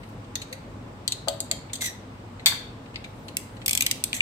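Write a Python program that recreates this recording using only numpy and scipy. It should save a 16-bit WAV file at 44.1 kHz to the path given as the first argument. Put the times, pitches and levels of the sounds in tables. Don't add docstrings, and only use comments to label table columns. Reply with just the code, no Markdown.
import sys
import numpy as np
from scipy import signal
from scipy.fft import rfft, irfft, next_fast_len
from scipy.io import wavfile
from scipy.ndimage import uniform_filter1d, map_coordinates

SR = 44100
rng = np.random.default_rng(int(sys.argv[2]) if len(sys.argv) > 2 else 0)


def put_to_file(sound):
    columns = np.atleast_2d(sound).T
    safe = np.clip(columns, -1, 1)
    whole_steps = np.round(safe * 32767)
    wavfile.write(sys.argv[1], SR, whole_steps.astype(np.int16))


def linear_from_db(decibels):
    return 10 ** (np.asarray(decibels, float) / 20)


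N = 186047

# centre in Hz, width in Hz, level in dB.
NEAR_MODES = [
    [(7060, 1920, -2.5), (8580, 2000, 0)],
    [(1957, 520, 2), (3070, 1300, -4)],
    [(3437, 1040, 0), (4525, 1490, -2.5)],
    [(6330, 1180, 0)],
    [(10540, 6500, -2), (14040, 4300, 2)],
]
# centre in Hz, width in Hz, level in dB.
FAR_MODES = [
    [(8050, 2100, 0)],
    [(2210, 800, -0.019), (2990, 1000, -0.7)],
    [(3240, 910, -0.2), (5070, 1600, -2)],
    [(6050, 1800, 0)],
    [(10770, 2500, 0), (14450, 2100, 0)],
]
# jaw in dB, its share of heft, blade in dB, its shares of heft and snap.
RATTLE_FOLLOW = (-2.5, 0.43, -0.9, 0.5, 0.4)


def unit(x):
    return x / np.sqrt(np.mean(x ** 2) + 1e-20)


def along(points, hz):
    f, v = np.transpose(points)
    return np.interp(np.log(hz + 1), np.log(f + 1), v)


def wobble(rate_hz):
    knots = rng.standard_normal(int(N * rate_hz / SR) + 4)
    return map_coordinates(knots, [np.arange(N) * rate_hz / SR])


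def filtered(x, response):
    n = x.shape[-1]
    m = next_fast_len(n + 4096)
    return irfft(rfft(x, m) * response(np.fft.rfftfreq(m, 1 / SR)), m)[..., :n]


def resonant(modes, order=2, shift=1):
    def response(f):
        one = 0
        for k, (centre_hz, width_hz, db) in enumerate(modes):
            damping = 1j * f * width_hz
            peak = damping / ((shift * centre_hz) ** 2 - f * f + damping)
            one = one + (-1) ** k * linear_from_db(db / order) * peak
        return one ** order / np.sqrt(np.mean(np.abs(one) ** (2 * order)))
    return response


def two_ports(n, share):
    a, b = rng.standard_normal((2, n))
    turn = np.arccos(np.clip(share, -1, 1)) / 2
    common, opposed = np.cos(turn) * a, np.sin(turn) * b
    return np.array([common + opposed, common - opposed])


def add(out, start_s, x):
    part = out[:, round(start_s * SR):][:, :x.shape[1]]
    part += x[:, :part.shape[1]]


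def cabinet(x, wet_db, delay_s):
    # frequency in Hz, t60 in seconds.
    decay = [(500, 0.31), (2000, 0.51), (4000, 0.47), (8000, 0.32), (14000, 0.28)]
    hz, t, z = signal.stft(rng.standard_normal((2, SR // 2)), SR, nperseg=256)
    dying = z * linear_from_db(-60 * t / along(decay, hz)[:, None])
    tail = signal.istft(dying, SR, nperseg=256)[1]
    tail = np.pad(tail, ((0, 0), (round(delay_s * SR), 0)))
    return linear_from_db(wet_db) * signal.fftconvolve(x, tail / np.linalg.norm(tail[0]), axes=1)


def rush(spectrum, patchy_db):
    # frequency in Hz, side minus mid in dB.
    side_width = [(60, -27), (110, -18), (200, -18.5), (380, -10), (700, -2), (1290, 0.5), (2380, 2),
                  (4400, -0.5), (8120, 0.5), (15000, 0.5)]
    z = signal.stft(rng.standard_normal((2, N)), nperseg=512)[2]
    field = uniform_filter1d(rng.standard_normal(z.shape[1:]), 5, 0)
    field = uniform_filter1d(field, 10, 1)
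    pair = signal.istft(z * linear_from_db(patchy_db * unit(field)), nperseg=512)[1][:, :N]

    def colour(hz):
        return linear_from_db(along(spectrum, hz)) * [hz ** 0, linear_from_db(along(side_width, hz))]
    mid, side = filtered(pair, colour)
    return np.array([mid + side, mid - side]) / np.std(mid)


def machines():
    # frequency in Hz, density in dB per Hz.
    hum_spectrum = [(15, -39), (30, -10), (48, -4), (70, -7.5), (86, -6.5), (107, 2), (162, -6.5),
                    (266, -3.5), (300, -7.5), (350, -10.5), (394, -14), (476, -11.5), (782, -18),
                    (852, -16.5), (1500, -35), (1950, -42), (3300, -120)]
    # frequency in Hz, density in dB per Hz.
    hiss_spectrum = [(600, -27), (1000, -2.5), (1600, -9), (2500, -13.5), (4000, -17.5), (5000, -20.5),
                     (6500, -25), (8300, -22.5), (9300, -32), (12000, -36.5), (15600, -33.5), (16300, -64)]
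    # frequency in Hz, level in dB rms.
    motor = [(42, -58.5), (100, -53), (835, -64.5)]
    # time in seconds, level in dB.
    rustle_level = [(0, -69.5), (.3, -80), (2.9, -94), (3.08, -70), (3.3, -67), (3.55, -66.5), (4.22, -76)]
    rustle_spectrum = [(5000, -18), (9000, 0.5), (15700, -11), (16200, -40)]  # Hz, dB
    t = np.arange(N) / SR
    tones = 0
    for hz, db in motor:
        level = linear_from_db(db + 2.5 + 1.3 * wobble(7.02))
        tones = tones + level * np.sin(2 * np.pi * hz * t + 0.9 * wobble(4.89))
    hum = linear_from_db(-42.5 + 0.19 * wobble(4.3)) * rush(hum_spectrum, patchy_db=1.0)
    hiss = linear_from_db(-55.5) * rush(hiss_spectrum, patchy_db=0.9)
    rustle_db = np.interp(t, *np.transpose(rustle_level)) - 2.0
    rustle = linear_from_db(rustle_db) * rush(rustle_spectrum, patchy_db=-7.0)
    return (hum + hiss + rustle + tones) * linear_from_db([[.3], [-.3]])


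def thumps():
    # start in seconds, level in dB.
    blows = [(1.2745, -24.5), (1.511, -38.5), (1.404, -43)]
    # frequency in Hz, level in dB, t60 in seconds.
    pipe = [(567, -3, 0.27), (648.5, 1, 0.18), (713, -3, 0.17), (850, -4, 0.089), (1225, -7, 0.077),
            (390, -6.5, 0.05)]
    out, t = np.zeros((2, N)), np.arange(SR // 3) / SR
    port_phase = np.array([[.4], [-.4]])
    for s, db in blows:
        ring = 0
        for hz, level_db, t60_s in pipe:
            ring = ring + linear_from_db(level_db - 60 * t / t60_s) * np.sin(2 * np.pi * hz * t + port_phase)
        hit = linear_from_db(db + np.array([[2.6], [-2.6]])) * ring * (1 - np.exp(-t / 0.0012))
        add(out, s, hit)
        add(out, s, cabinet(hit, wet_db=-7, delay_s=0.005))
    return out


def knocks():
    # start in seconds, level in dB, t60 in seconds.
    bumps = [
        [(.514, -37.5, .06)],
        [(.355, -41, .03), (1.276, -36, .04), (1.513, -39, .03), (1.82, -38, .05), (2.46, -29, .08),
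         (2.521, -31, .07), (3.68, -41, .04), (3.75, -42, .04), (3.822, -39, .04), (3.864, -43, .03),
         (4.206, -38, .03)],
    ]
    # centre in Hz, width in Hz, level in dB.
    cavities = [
        [(528, 17, 14), (245, 53, -14)],
        [(710, 360, -3.5), (1020, 350, -0.5), (1595, 360, -0.4)],
    ]
    out, t = np.zeros((2, N)), np.arange(SR // 3) / SR
    for blows, modes in zip(bumps, cavities):
        for s, db, t60_s in blows:
            decay = linear_from_db(-60 * t / t60_s) * (1 - np.exp(-t / 0.00015))
            blow = two_ports(len(t), share=0.81) * decay
            ring = linear_from_db(db + np.array([[2.5], [-2.5]])) * filtered(blow, resonant(modes, order=1))
            add(out, s, ring)
            add(out, s, cabinet(ring, wet_db=-4, delay_s=0.00492))
    return out


def tool_colour(envelope, levels_db, groups, attack):
    likeness = [0.25, -0.52, -0.21, 0.14, 0.064]
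    out = 0
    for db, modes, share in zip(levels_db, groups, likeness):
        detune = np.exp(rng.normal(0, 0.015))
        noise = envelope * two_ports(envelope.shape[-1], share)
        ring = filtered(noise, resonant(modes, shift=detune))
        out = out + linear_from_db(db) * ring / np.std(ring[:, :attack].mean(0))
    return out


def slides():
    # start in seconds, attack in seconds, hold in seconds, level in dB, heft in dB.
    pulls = [(1.809, .002, 0.061, -30.5, -12.5), (4.137, .007, .024, -34, -8),
             (4.203, 0.0088, 0.037, -38, 1.5)]
    # Jaw, blade and edge levels under the ring, in dB.
    rest_db = (-8.5, -4, -7.5)
    let_go_db_per_s, let_go_s, ring_sag_db_per_s = 620, .04, 58
    out = np.zeros((2, N))
    for s, attack_s, hold_s, db, heft_db in pulls:
        t = np.arange(0, attack_s + hold_s + let_go_s, 1 / SR)
        outside_s = np.clip(attack_s - t, 0, 1) + np.clip(t - attack_s - hold_s, 0, 1)
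        press_db = db - let_go_db_per_s * outside_s
        levels_db = [press_db - ring_sag_db_per_s * t]
        levels_db += [press_db + r for r in (heft_db, *rest_db)]
        slips = unit(linear_from_db(3.1 * wobble(420)[:len(t)]))
        fade = np.clip(np.minimum(t, t[-1] - t) / 0.0016, 0, 1)
        add(out, s, fade * tool_colour(slips, np.array(levels_db) - 3.0, NEAR_MODES, attack=len(t)))
    return out


def squeaks():
    # start in seconds, hold in seconds, first pitch in Hz, last pitch in Hz, level in dB.
    partials = [(1.807, .066, 2120, 1940, -40.5), (1.84, .036, 3960, 3860, -43),
                (1.834, 0.041, 6030, 5650, -44), (4.14, .028, 8250, 7530, -40.5),
                (4.141, 0.019, 10900, 10700, -50), (4.143, .025, 13900, 13700, -54)]
    swell_db, dies_db_per_s, tail_s = 5, 450, .05
    out = np.zeros((2, N))
    for s, hold_s, first_hz, last_hz, db in partials:
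        t = np.arange(0, hold_s + tail_s, 1 / SR)
        done = np.clip(t / hold_s, 0, 1)
        cycles = np.cumsum(first_hz + (last_hz - first_hz) * done) / SR
        phase = 2 * np.pi * cycles + [[0], [1.6]] + 1.6 * wobble(153)[:len(t)]
        level_db = db - swell_db * (1 - done) - dies_db_per_s * np.clip(t - hold_s, 0, 1)
        level_db = level_db + 7.5 + 3.7 * wobble(140)[:len(t)]
        add(out, s, np.clip(t / 0.0028, 0, 1) * linear_from_db(level_db) * np.sin(phase))
    return out


def scrapes():
    out = slides() + squeaks()
    return out + cabinet(out, wet_db=-11.5, delay_s=0.0019)[:, :N]


def steel(t):
    # frequency in Hz, level in dB, t60 in seconds.
    jaw_modes = [(3200, -3, 0.28), (3280, 4, 0.29), (3780, -15, 0.4), (3770, 6.5, 0.5), (4450, -9, .3),
                 (4600, -12, .3), (5530, -10, .3), (6440, -7, .25), (7300, -19, 0.15), (7610, -11, 0.13),
                 (7900, -8, .25), (8400, -5, .14), (10610, -12, .22), (12140, -17, .13)]
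    scatter_db, blur_rad = 5.5, 0.69
    hz, db, t60_s = np.transpose(jaw_modes)[:, :, None, None]
    paths = 2 * len(jaw_modes)
    knots = rng.standard_normal((paths, 40)).ravel()
    drift = map_coordinates(knots, [40 * np.arange(paths)[:, None] + 60 * t], order=1)
    level_db = db + scatter_db * rng.standard_normal(db.shape) - 60 * t / t60_s
    phase = 2 * np.pi * hz * t + 3 * blur_rad * drift.reshape(-1, 2, len(t))
    return np.sum(linear_from_db(level_db) * np.sin(phase), axis=0) * np.clip(t / 0.0011, 0, 1)


def contacts(rows, follow, groups, rise_s, t60_s, crack_db, ring_db, rest_db, wet_db, pan_db, steel_db):
    palm_s, palm_share = 0.000696, 0.51
    out, t = np.zeros((2, N)), np.arange(SR // 5) / SR
    envelope = linear_from_db(-60 * t / t60_s) + linear_from_db(crack_db - 60 * t / 0.0044)
    envelope = envelope * (1 - np.exp(-t / rise_s))
    jaw_db, jaw_heft, blade_db, blade_heft, blade_snap = follow
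    for s, db, heft_db, snap_db in rows:
        jaw_rel_db = jaw_db + jaw_heft * heft_db
        blade_rel_db = blade_db + blade_heft * heft_db + blade_snap * snap_db
        rel_db = np.array([heft_db, jaw_rel_db, blade_rel_db, snap_db])
        levels_db = db + np.r_[ring_db, rest_db + rel_db]
        delay_s = palm_s * np.exp(rng.normal(0, 0.4035))

        def palm(hz):
            echo = palm_share * np.exp(-2j * np.pi * hz * delay_s)
            return (1 + echo) / np.hypot(1, palm_share)
        hit = filtered(tool_colour(envelope, levels_db, groups, attack=SR // 160), palm)
        ring = linear_from_db(db + steel_db + .7 * jaw_rel_db) * steel(t) * (1 - t / t[-1])
        add(out, s - .0003, (hit + ring) * linear_from_db([[pan_db], [-pan_db]]))
        add(out, s, cabinet(hit, wet_db, delay_s=.004))
    return out


def taps():
    # start in seconds, ring peak in dB, heft (body over ring) in dB, snap (edge over ring) in dB.
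    rows = [(4.13, -26, 3.9, -20.5), (4.2056, -32, 10.7, -20.5)]
    follow = (-8, 1, -12, 0.1, .2)
    # centre in Hz, width in Hz, level in dB.
    bench_modes = [
        [(8160, 1200, 0)],
        [(2310, 560, 10), (3020, 1100, -8)],
        [(3360, 720, 4), (4570, 1700, -4)],
        [(6240, 1600, 0)],
        [(11200, 2500, 0), (14500, 3500, 0)],
    ]
    return contacts(rows, follow, bench_modes, rise_s=0.00034, t60_s=0.02, crack_db=7, ring_db=-10.0,
                    rest_db=-3, wet_db=-15, pan_db=0.9, steel_db=-40)


def laid_down():
    # start in seconds, ring peak in dB, heft in dB, snap in dB.
    rows = [(3.3688, -18, -16.5, -9)]
    return contacts(rows, RATTLE_FOLLOW, FAR_MODES, rise_s=0.00028, t60_s=0.016, crack_db=8, ring_db=-8.5,
                    rest_db=-4.5, wet_db=-12.5, pan_db=-1.5, steel_db=-48)


def rattle():
    # start in seconds, ring peak in dB, heft in dB, snap in dB.
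    rows = [(3.6607, -18.5, -15.5, -6), (3.68, -19.5, -9.5, -1), (3.693, -20, -11, -7),
            (3.7095, -17.5, -17, -9), (3.7309, -16.5, -16, -9), (3.751, -18, -13, -7),
            (3.7748, -17, -11, -8), (3.8074, -18, -10, -5), (3.8224, -16, -12.5, -8),
            (3.864, -16.5, -9.5, -6.5), (3.9121, -15.5, -10, -10), (4.039, -14.5, -18.5, -9)]
    return contacts(rows, RATTLE_FOLLOW, FAR_MODES, rise_s=0.00035, t60_s=0.027, crack_db=5, ring_db=-8.5,
                    rest_db=-4.5, wet_db=-13.0, pan_db=0.5, steel_db=-37)


def brushes():
    # start in seconds, ring peak in dB, heft in dB, snap in dB.
    rows = [(0.0317, -54, 5, -15), (0.2433, -59, 2, -15), (0.4165, -33.5, -7.5, -13),
            (0.5263, -34, -6, -9.5), (1.7315, -21.5, -19, -17), (1.7534, -27, -23, -16),
            (2.3945, -54, 8.5, -18), (2.8583, -65, 15.5, -15), (2.9416, -51.5, 3.5, -19),
            (3.0414, -43.5, 5, -20), (3.2815, -40.5, -2, -14), (3.5662, -50.5, -2, -19),
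            (3.6151, -50.5, 5.5, -17)]
    # start in seconds, ring peak in dB, heft in dB, snap
    # in dB.
    more_brushes = [(4, -51, -6, -6), (.088, -56, -24, -2.5), (1.807, -31.5, -8.5, -14),
                    (1.696, -60, 12.5, -15), (4.178, -52, 9, -15)]
    follow = (1, 0.44, -4, 0.1, 0.23)
    return contacts(rows + more_brushes, follow, NEAR_MODES, rise_s=0.0018, t60_s=.05, crack_db=-5, ring_db=-11.5,
                    rest_db=-6.5, wet_db=-11, pan_db=0.8, steel_db=-33)


def cut():
    # start in seconds, ring peak in dB, heft in dB, snap in dB.
    rows = [(2.4595, -12, -13, -9.5)]
    follow = (3.5, 0.63, -2.5, .4, 0.3)
    return contacts(rows, follow, NEAR_MODES, rise_s=0.00018, t60_s=.13, crack_db=7.5, ring_db=-8.5,
                    rest_db=-3, wet_db=-8.5, pan_db=1.0, steel_db=-27)


def snips():
    # start in seconds, ring peak in dB, heft in dB, snap in dB.
    rows = [(0.355, -32, -1.5, -3.5), (1.078, -16.5, -18, -16), (1.1214, -19, -18.5, -17.5),
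            (1.2839, -18.5, -16.5, -15), (1.4037, -18, -31, -16.5), (1.5131, -13, -23, -19),
            (1.8202, -25, -20, -12), (2.9582, -45, 8, -23)]
    follow = (7.36, .66, 8.6, 0.52, 0.65)
    return contacts(rows, follow, NEAR_MODES, rise_s=0.00011, t60_s=0.043, crack_db=7, ring_db=-10.0,
                    rest_db=-5.0, wet_db=-12.5, pan_db=1.34, steel_db=-28.5)


def scene():
    room = machines() + thumps() + knocks()
    bench = taps() + laid_down() + rattle()
    return room + bench + scrapes() + brushes() + cut() + snips()


def roll_off(x):
    return signal.sosfilt(signal.butter(12, 17150, fs=SR, output="sos"), x)


def record(dry):
    def microphone(hz):
        return 1 / (1 + (36 / (hz + 1)) ** 8) / (1 + (hz / 16200) ** 60)
    return roll_off(filtered(dry, microphone))


dry = scene()
out = record(dry)
put_to_file(out)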